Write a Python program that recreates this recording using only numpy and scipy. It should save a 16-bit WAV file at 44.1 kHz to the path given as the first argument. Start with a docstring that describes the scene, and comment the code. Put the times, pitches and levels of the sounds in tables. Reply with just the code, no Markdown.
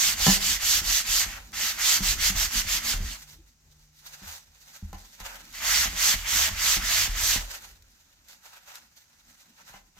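"""Sanding a painted door

A sanding block is rubbed back and forth over a painted wooden door on a table, in a quiet room.
Tiny random slips make the grit scratch and the door hiss; ringing wood modes make the knocks and rocking.
In the pauses the hands rustle and tick the paper, feet step softly and the table creaks once.
A small microphone pair close by hears it over room noise, with a faint hum that comes and goes."""
import sys
import numpy as np
from scipy import signal
from scipy.fft import rfft, irfft, next_fast_len
from scipy.io import wavfile
from scipy.ndimage import uniform_filter1d, map_coordinates

SR = 44100
rng = np.random.default_rng(int(sys.argv[2]) if len(sys.argv) > 2 else 0)


def transcribe(signal):
    """Save signal, clipped to [-1, 1], as a 16-bit WAV file at the path in sys.argv[1]."""
    frames = np.atleast_2d(signal).T
    limited = np.clip(frames, -1, 1)
    pcm = np.round(limited * 32767).astype(np.int16)
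    wavfile.write(sys.argv[1], SR, pcm)


N = 440559


def amp(db):
    """Turns decibels into a plain factor."""
    return 10 ** (np.asarray(db) / 20)


def unit(x):
    """Scales a sound to an average (RMS) strength of 1."""
    return x / np.sqrt(np.mean(x ** 2) + 1e-20)


def seconds():
    """The time of every sample."""
    return np.arange(N) / SR


def along(points, hz):
    """Reads a curve of (Hz, value) points on a log frequency axis."""
    f, v = np.transpose(points)
    return np.interp(np.log(hz + 1), np.log(f + 1), v)


def curves(rows):
    """Gives one value per sample for each column after the time."""
    s, *columns = np.transpose(rows)
    return [np.interp(seconds(), s, column) for column in columns]


def wobble(rate):
    """A smooth random curve with this many random points a second."""
    points = rng.standard_normal(int(N * rate / SR) + 4)
    return map_coordinates(points, [np.arange(N) * rate / SR])


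def filtered(x, response):
    """Changes the strength and timing of each frequency in x by a response."""
    m = next_fast_len(N + SR // 2)
    return irfft(rfft(x, m) * response(np.fft.rfftfreq(m, 1 / SR)), m)[..., :N]


def scratches(per_s, spread_db, patchy_db):
    """Two streams of tiny slips of uneven size, with patches of louder and softer colour."""
    happens = rng.random((2, N)) < per_s / SR
    slips = happens * rng.standard_normal((2, N)) * amp(spread_db * rng.exponential(size=(2, N)))
    z = signal.stft(slips, nperseg=256)[2]
    # smooth the random patches over frequency, then over time
    over_frequency = uniform_filter1d(rng.standard_normal(z.shape[1:]), 4, 0)
    patches = uniform_filter1d(over_frequency, 12, 1)
    return signal.istft(z * amp(patchy_db * unit(patches)), nperseg=256)[1][:, :N]


# How a near sound leans to one side.
# Each row: frequency in Hz, left over right in dB.
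LEAN_TO_LEFT = [(60, 2), (130, -3), (290, -13), (640, 3.5), (1410, 0), (3100, -1), (6820, -5), (15000, 3)]


def heard(pair, spectrum, alike, lead=None):
    """Colours two streams and mixes them to left and right; a near source leans and leads by frequency."""
    def turn(hz):
        return np.arccos(np.clip(along(alike, hz), -1, 1)) / 2

    def mid_and_side(hz):
        return amp(along(spectrum, hz)) * [np.cos(turn(hz)), np.sin(turn(hz))]

    def half(hz):
        # each ear gets half of the lean and half of the lead
        return amp(along(LEAN_TO_LEFT, hz) / 2) * np.exp(.5j * lead(hz))

    mid, side = filtered(pair, mid_and_side)
    both = np.array([mid + side, mid - side])
    if lead:
        both = filtered(both, lambda hz: [half(hz), 1 / half(hz)])
    return unit(both)


def modes(table):
    """Adds up (Hz, width in Hz, dB) resonances: each answers most near its own pitch."""
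    def response(f):
        total = 0
        for k, (center, width, db) in enumerate(table):
            peak = 1j * f * width / (center * center - f * f + 1j * f * width)
            total = total + (-1) ** k * amp(db) * peak  # signs alternate
        return total
    return response


# The ways the table legs (below 100 Hz), table top (100-400 Hz) and door (above 400 Hz) like to ring.
# Each row: pitch in Hz, relative level in dB, seconds to fade by 60 dB (before any damping).
WOOD_MODES = [ (27, -12.5, 0.068), (38.2, 2.5, 0.41), (46.65, 1, .3), (61.6, -4.5, .22), (77.3, -4.5, .2),
              (160, -7, .09), (192, -1, .22), (222, -3, .06), (245, -2.5, .07), (313, -10, .1),
              (530, -8, 0.027), (644, -11, 0.059), (799, 2, 0.048), (1005, -5, 0.084), (1295, -1.5, 0.057),
              (1769, -6, 0.078), (2057, -10, 0.1), (2880, -5.5, 0.029), ]


def wood_modes(low_hz, high_hz):
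    """The wood's modes within a range: the faster one fades, the wider its resonance."""
    return modes([(hz, np.log(1000) / (np.pi * t60), db) for hz, db, t60 in WOOD_MODES if low_hz < hz < high_hz])


# The colour of the room noise.
# Each row: frequency in Hz, relative level in dB per Hz.
AIR_COLOUR = [(18, -39.5), (30, -8.5), (70, -1), (486, -21.5), (721, -21), (3060, -18.5), (3490, -22),
              (6380, -11), (9710, -27.5), (14000, -26.5), (16000, -43.5)]
# The hum comes and goes.
# Each row: time in seconds, hum level in dB.
HUM_LEVEL = [(2.9, -84.5), (3.3, -57), (3.53, -77), (3.74, -63.5), (4.25, -67.5), (4.4, -77), (4.75, -70),
             (5.1, -88)]


def background():
    """Coloured noise fills the room; a low sine with a slightly drifting phase hums."""
    hum = amp(curves(HUM_LEVEL)[0]) * np.sin(2 * np.pi * 150.5 * seconds() + .3 * wobble(3.5))
    alike = [(60, 0.8), (300, .6), (900, 0.097)]  # Hz, left-right likeness
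    return amp(-68.0) * heard(rng.standard_normal((2, N)), AIR_COLOUR, alike) + hum


# How long the room rings.
# Each row: frequency in Hz, seconds to fade by 60 dB.
ROOM_FADE = [(200, 0.57), (2000, 0.25), (10000, 0.23)]


def room(x):
    """Each frequency of the room's answer dies at its own speed."""
    hz, t, z = signal.stft(rng.standard_normal((2, SR // 2)), SR, nperseg=256)
    fading = z * amp(-60 * t / along(ROOM_FADE, hz)[:, None])
    tail = signal.istft(fading, SR, nperseg=256)[1]
    late = np.pad(tail, ((0, 0), (300, N - 300 - tail.shape[1])))  # 300 samples late
    # the answer is weak below about 600 Hz
    tail = filtered(late, lambda f: f * f / (f * f + 600 ** 2))[:, :SR // 2]
    return signal.fftconvolve(x, tail / np.linalg.norm(tail[0]), axes=1)[:, :N]


# Soft footfalls.
# Each row: start in seconds, level in dB.
FOOTFALLS = [(4.264, -39), (4.826, -28.5), (4.939, -38)]


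def steps():
    """A foot in a sock makes the floorboards boom once: a low sine swells fast and fades."""
    out = np.zeros(N)
    for start, db in FOOTFALLS:
        since = np.clip(seconds() - start, 0, None)
        swell = 1 - np.exp(-since / 0.0097)
        out += amp(db - 60 * since / 0.25) * swell * np.sin(2 * np.pi * 79.0 * since)
    return out


def creak():
    """One short low creak as the weight leaves the table."""
    t = seconds()
    return amp(-57) * np.exp(-((t - 3.4) / 0.016) ** 4) * np.sin(2 * np.pi * 328 * t)


# How hard the table is pushed about.
# Each row: time in seconds, level of the legs in dB, level of the table top in dB.
TABLE_ROCKING = [(0, -45, -46), (.37, -39.5, -52.5), (.67, -47, -56.5), (1.25, -45, -52), (1.5, -53, -64),
                 (1.62, -48.5, -57), (2.24, -43, -53.5), (3.05, -41.5, -54.5), (3.4, -61, -77.5),
                 (4.2, -65.5, -77.5), (5, -69.5, -68), (5.55, -57.5, -64), (5.98, -43.5, -59.5),
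                 (7.31, -39, -56.5), (7.67, -55.5, -78), (8.4, -71, -80), (8.55, -79, -80),
                 (9.99, -72, -69.5)]


def table():
    """Uneven pushes keep the table legs and top moving between jolts."""
    legs_db, top_db = curves(TABLE_ROCKING)
    uneven_db = np.array([[4.5 * wobble(9)], [5.6 * wobble(16)]])  # legs, top
    pushes = rng.standard_normal((2, 2, N)) * amp(uneven_db)
    legs = unit(filtered(pushes[0], wood_modes(10, 100)))
    top = unit(filtered(pushes[1], wood_modes(100, 400)))
    mid, side = amp(legs_db) * legs + amp(top_db) * top
    return mid + amp(-19.5) * np.array([side, -side])


# The colour of sliding and snapping paper.
# Each row: frequency in Hz, relative level in dB per Hz.
PAPER_COLOUR = [(1180, -27), (2000, -5), (2320, -10.5), (2810, -10), (3770, 0.5), (4860, -0.5), (5350, -2),
                (6310, 1.5), (9660, -12), (11600, -3.5), (12400, -4.5), (15200, -9), (16000, -24.5)]
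# Paper snaps and touches.
# Each row: start in seconds, level at the start in dB, seconds to fade by 60 dB.
PAPER_TICKS = [(0.267, -14.5, 0.01), (1.52, -43, 0.012), (4.9296, -44, 0.026), (5.201, -40.5, .06),
               (5.3567, -39, 0.015), (5.453, -47, 0.013), (5.527, -45, .05), (7.823, -50, 0.024),
               (8.285, -48, .08), (8.7552, -37.5, 0.028)]


def ticks():
    """Paper snaps and touches are short bursts of noise with a sudden start."""
    t, shape = seconds(), np.zeros(N)
    for start, db, t60 in PAPER_TICKS:
        shape += amp(db - 60 * np.abs(t - start) / t60) * (t >= start)
    return shape * heard(rng.standard_normal((2, N)), PAPER_COLOUR, SANDING_ALIKE)


# The colour of the low rub under the rustle.
# Each row: frequency in Hz, relative level in dB per Hz.
RUB_COLOUR = [(240, -33.5), (400, -20.5), (563, -6), (663, -11), (780, 1.5), (1170, -7), (1510, -0.5),
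              (1770, -4.5), (2800, -5.5), (3640, -24), (6160, -120)]
# The hands fold and shift the paper.
# Each row: start of the hold in seconds, hold in seconds, rustle in dB, low rub in dB over the rustle.
PAPER_RUSTLES = [(1.371, .01, -48, 2), (3.164, 0.061, -50, -27), (3.292, 0.045, -51, -15),
                 (3.485, 0.0053, -60, -17), (3.72, .005, -60.5, -13), (3.792, .06, -63.5, -16),
                 (3.969, .03, -55, -29), (4.066, .005, -45, -9), (4.138, .005, -45, -7),
                 (4.235, 0.081, -48, -4), (4.279, 0.083, -42.5, -10.5), (4.555, .005, -60.5, -5),
                 (4.619, 0.0055, -52, -13), (4.685, .005, -49, -7), (4.738, 0.032, -49.5, -9.5),
                 (4.947, 0.0046, -53, -6), (4.991, .005, -50.5, -12), (5.05, 0.11, -54.5, -21),
                 (5.21, 0.0042, -47.5, -1), (5.26, .005, -40, 0), (5.303, 0.076, -48.5, 1.5),
                 (7.423, 0.0042, -40, -7), (7.511, 0.044, -40.5, -4.5), (7.914, .005, -59, -24),
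                 (8.3, .03, -51.5, -8), (8.455, .01, -49, -3.5), (8.54, 0.031, -52.5, -2.5),
                 (8.681, 0.1, -50.5, -2.5), (8.977, 0.0053, -54, -16), (9.297, 0.0041, -56, -9),
                 (9.405, 0.0045, -56.5, -11), (9.6, .005, -56.5, 2), (9.68, 0.022, -51, -4),
                 (9.742, 0.029, -55, 0.5), (9.985, .005, -57, -1)]
# The faint stir of paper held in the hand.
# Each row: time in seconds, middle level in dB, around which it wobbles.
HELD_PAPER = [(1.4, -57), (1.5, -56), (3.25, -55), (3.39, -65), (3.58, -76.5), (3.66, -67), (3.9, -74),
              (4.2, -56.5), (4.5, -64.5), (4.82, -62.5), (5.45, -54.5), (7.66, -51), (7.81, -66),
              (8.4, -64.5), (8.83, -61.5), (8.92, -66.5), (9.5, -60.5), (9.87, -68.5)]
RISE_DB_PER_S, FALL_DB_PER_S = 450, 282  # every rustle comes faster than it goes
HELD_RUB_DB = -6.5  # over the held rustle
HELD_UNEVEN_DB, HELD_STIRS_PER_S = 1.5, 25
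HANDS_LEAD_S = 6 / 44100  # the left side hears the hands this much earlier


def hands():
    """Fingers slide over the paper, off to one side: uneven slips that reach the left first."""
    t = seconds()
    rustle = amp(curves(HELD_PAPER)[0] + HELD_UNEVEN_DB * wobble(HELD_STIRS_PER_S))
    rub = amp(HELD_RUB_DB) * rustle
    for start, hold, db, rub_db in PAPER_RUSTLES:
        rise_db = RISE_DB_PER_S * np.clip(start - t, 0, None)
        fall_db = FALL_DB_PER_S * np.clip(t - start - hold, 0, None)
        swell = amp(db - rise_db - fall_db)
        rustle, rub = np.hypot(rustle, swell), np.hypot(rub, amp(rub_db) * swell)
    slips = scratches(per_s=12000, spread_db=-1.0, patchy_db=1.3) * amp(1.5 * wobble(60))
    ring = modes([(570, 60, -4), (800, 70, 0), (1300, 120, 0), (2100, 300, -2)])
    ringing = filtered(slips, lambda f: 1 + 0.5 * ring(f))
    alike = [(300, 0.53), (1000, 0.18), (10000, 0.37)]  # Hz, left-right likeness
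    lead = lambda hz: 2 * np.pi * hz * HANDS_LEAD_S
    return rustle * heard(slips, PAPER_COLOUR, alike, lead) + rub * heard(ringing, RUB_COLOUR, alike, lead)


# The block and hands jolt the wood.
# Each row: start in seconds, boom in dB, thud in dB over the boom, rap in dB over the boom.
WOOD_KNOCKS = [(0.202, -27.5, -33, -12), (0.266, -32, 15.5, 14), (0.279, -24, 11.5, 2.5),
               (0.625, -28, -37, -14), (0.817, -33.5, -1, -14), (1.081, -31, -27, -11.5),
               (1.262, -33, -4, -11.5), (2.004, -23.5, -3, -20.5), (2.299, -28.5, 0, -11),
               (2.348, -22, -14, -31), (2.551, -27.5, -15, -21.5), (2.648, -25.5, -14, -24.5),
               (2.851, -35, -10, -9), (2.937, -26, -10, -15), (3, -23.5, -15, -32),
               (4.218, -44.5, 3.5, -16), (4.823, -33, -10, -33), (4.93, -38.5, 2.5, -2.5),
               (5.203, -37.5, -10, -5.5), (5.855, -27.5, -9.5, -16), (5.931, -36.5, -3, -8),
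               (6.138, -27, -7, -13), (6.331, -43, -17, -14.5), (6.51, -23.5, -15.5, -33),
               (6.766, -29, -2.5, -14), (7.076, -26.5, -8.5, -16), (7.358, -26.5, -6, -11),
               (9.696, -53.5, 0, -5), (9.741, -50.5, 1.5, 6.5), (9.969, -58, 0, 3)]


def knocks():
    """Each jolt booms the legs, thuds the table top and raps the door, whose ring the hand damps."""
    out, t = np.zeros(N + SR), np.arange(SR // 2) / SR
    hz, level_db, t60 = np.transpose(WOOD_MODES)[:, :, None]
    damped_t60 = t60 * np.where(hz > 400, .6, np.where(hz > 100, .7, .9))
    # heavy parts take about a cycle to get moving
    swell = 1 - np.exp(-(t * hz / np.where(hz > 400, .2, .85)) ** 2)
    for start, db, thud_db, rap_db in WOOD_KNOCKS:
        share_db = np.where(hz < 100, 0, np.where(hz < 400, thud_db, rap_db))
        share_db = share_db + rng.normal(0, 3.3, hz.shape)  # every knock excites the modes differently
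        fade = amp(level_db + share_db - 60 * t / damped_t60)
        ring = fade * np.sin(2 * np.pi * hz * t) * swell
        out[round(start * SR):][:len(t)] += amp(db) * ring.sum(axis=0)
    return out[:N]


# The colours of the grit on paint and of the hissing door.
# Each row: frequency in Hz, relative level in dB per Hz.
GRIT_COLOUR = [(1180, -32.5), (2000, -22), (2440, -13.5), (2980, -6), (3910, -4), (4690, -1), (5030, -3),
               (6420, 0), (6820, -2.5), (7380, -3), (9410, -14), (9920, -14.5), (12100, -7), (15100, -13),
               (16000, -22.5)]
DOOR_COLOUR = [(240, -55.5), (400, -30), (586, -19), (647, -9), (713, -16), (786, -13.5), (1160, -8),
               (2070, -1.5), (2440, -6.5), (2800, -7.5), (3640, -17.5), (6160, -120)]
# How alike the two sides are.
# Each row: frequency in Hz, left-right likeness (1 is the same).
SANDING_ALIKE = [(180, 1), (550, 0.49), (1650, 0.5), (5000, 0.36), (15000, 0.49)]
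# How far the left side is ahead.
# Each row: frequency in Hz, lead in radians.
SANDING_LEAD = [(300, 1.3), (3000, 0.4), (6000, 1.5), (7500, 1.63), (9200, 2.5), (12000, 1.1), (16000, 1.6)]
# One push or pull of the block each.
# Each row: start in seconds, end in seconds, grit in dB, door in dB over the grit,
# lateness of the fastest moment (above 1 is later than a plain sine arch).
SANDING_STROKES = [(-0.034, 0.15, -21, -14, 0.83), (0.158, 0.383, -19.5, -15, 1.54),
                   (0.397, 0.579, -23, -13.5, 1.01), (0.586, 0.812, -20.5, -14, 1.51),
                   (0.827, 1.027, -22.5, -14, 1.25), (1.038, 1.25, -21.5, -16, 1.54),
                   (1.199, 1.391, -41.5, -1.5, 0.97), (1.526, 1.731, -26.5, -10.5, 1.6),
                   (1.771, 1.993, -20, -12, 1.5), (2.016, 2.15, -23, -13, 1.08),
                   (2.175, 2.314, -21.5, -11.5, 1.7), (2.348, 2.475, -24, -11.5, 1.15),
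                   (2.497, 2.626, -24, -11.5, 1.65), (2.665, 2.795, -24.5, -11, 1.18),
                   (2.82, 2.951, -25, -12.5, 1.53), (2.928, 3.172, -38.5, -7, 2.35),
                   (5.602, 5.883, -22, -9, 1.3), (5.946, 6.157, -20, -12.5, 1.54),
                   (6.244, 6.499, -21.5, -9, 1.43), (6.546, 6.787, -21, -11, 1.76),
                   (6.794, 7.082, -22.5, -9.5, 1.58), (7.135, 7.387, -22, -13, 1.54)]
# The block stays pressed on the door and creeps at the turns.
# Each row: start in seconds, end in seconds, level in dB.
BLOCK_CONTACT = [(0, 1.26, -42.5), (1.524, 2.98, -40.5), (5.529, 7.415, -40)]
PRESS_S = 0.019  # the hand takes this long to press the block down


def sanding():
    """Thousands of grit tips slip over the paint, louder with hand speed; the same slips shake the door."""
    t, grit, door = seconds(), np.zeros(N), np.zeros(N)
    for start, end, db, door_db, late in SANDING_STROKES:
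        progress = np.clip((t - start) / (end - start), 0, 1)
        speed = np.abs(np.sin(np.pi * progress ** late))
        grit += amp(db) * speed ** 0.7
        door += amp(db + door_db) * speed ** 0.27  # the door answers more to pressure than to speed
    for start, end, db in BLOCK_CONTACT:
        creep = amp(db) * np.clip((t - start) / PRESS_S, 0, 1) * (t < end)
        grit, door = np.hypot(grit, creep), np.hypot(door, amp(-4.5) * creep)
    slips = scratches(per_s=30000, spread_db=0.9, patchy_db=1.47) * amp(0.16 * wobble(40))
    ringing = filtered(slips, lambda f: 1 + 0.27 * wood_modes(400, 4000)(f))
    lead = lambda hz: along(SANDING_LEAD, hz)
    scratching = grit * heard(slips, GRIT_COLOUR, SANDING_ALIKE, lead)
    hissing = door * heard(ringing, DOOR_COLOUR, SANDING_ALIKE, lead)
    return scratching + hissing


def scene():
    """Adds all sources; the sanding and the knocks also ring in the room."""
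    rubbing, bumps = sanding(), knocks()
    near = rubbing + amp(-9.5) * room(rubbing) + bumps + amp(2.5) * room(bumps[None])
    return near + hands() + ticks() + table() + steps() + creak() + background()


TOP_HZ = 15830


def record(dry):
    """The recorder keeps nothing above its band limit."""
    return filtered(dry, lambda hz: hz < TOP_HZ)


dry = scene()
out = record(dry)
transcribe(out)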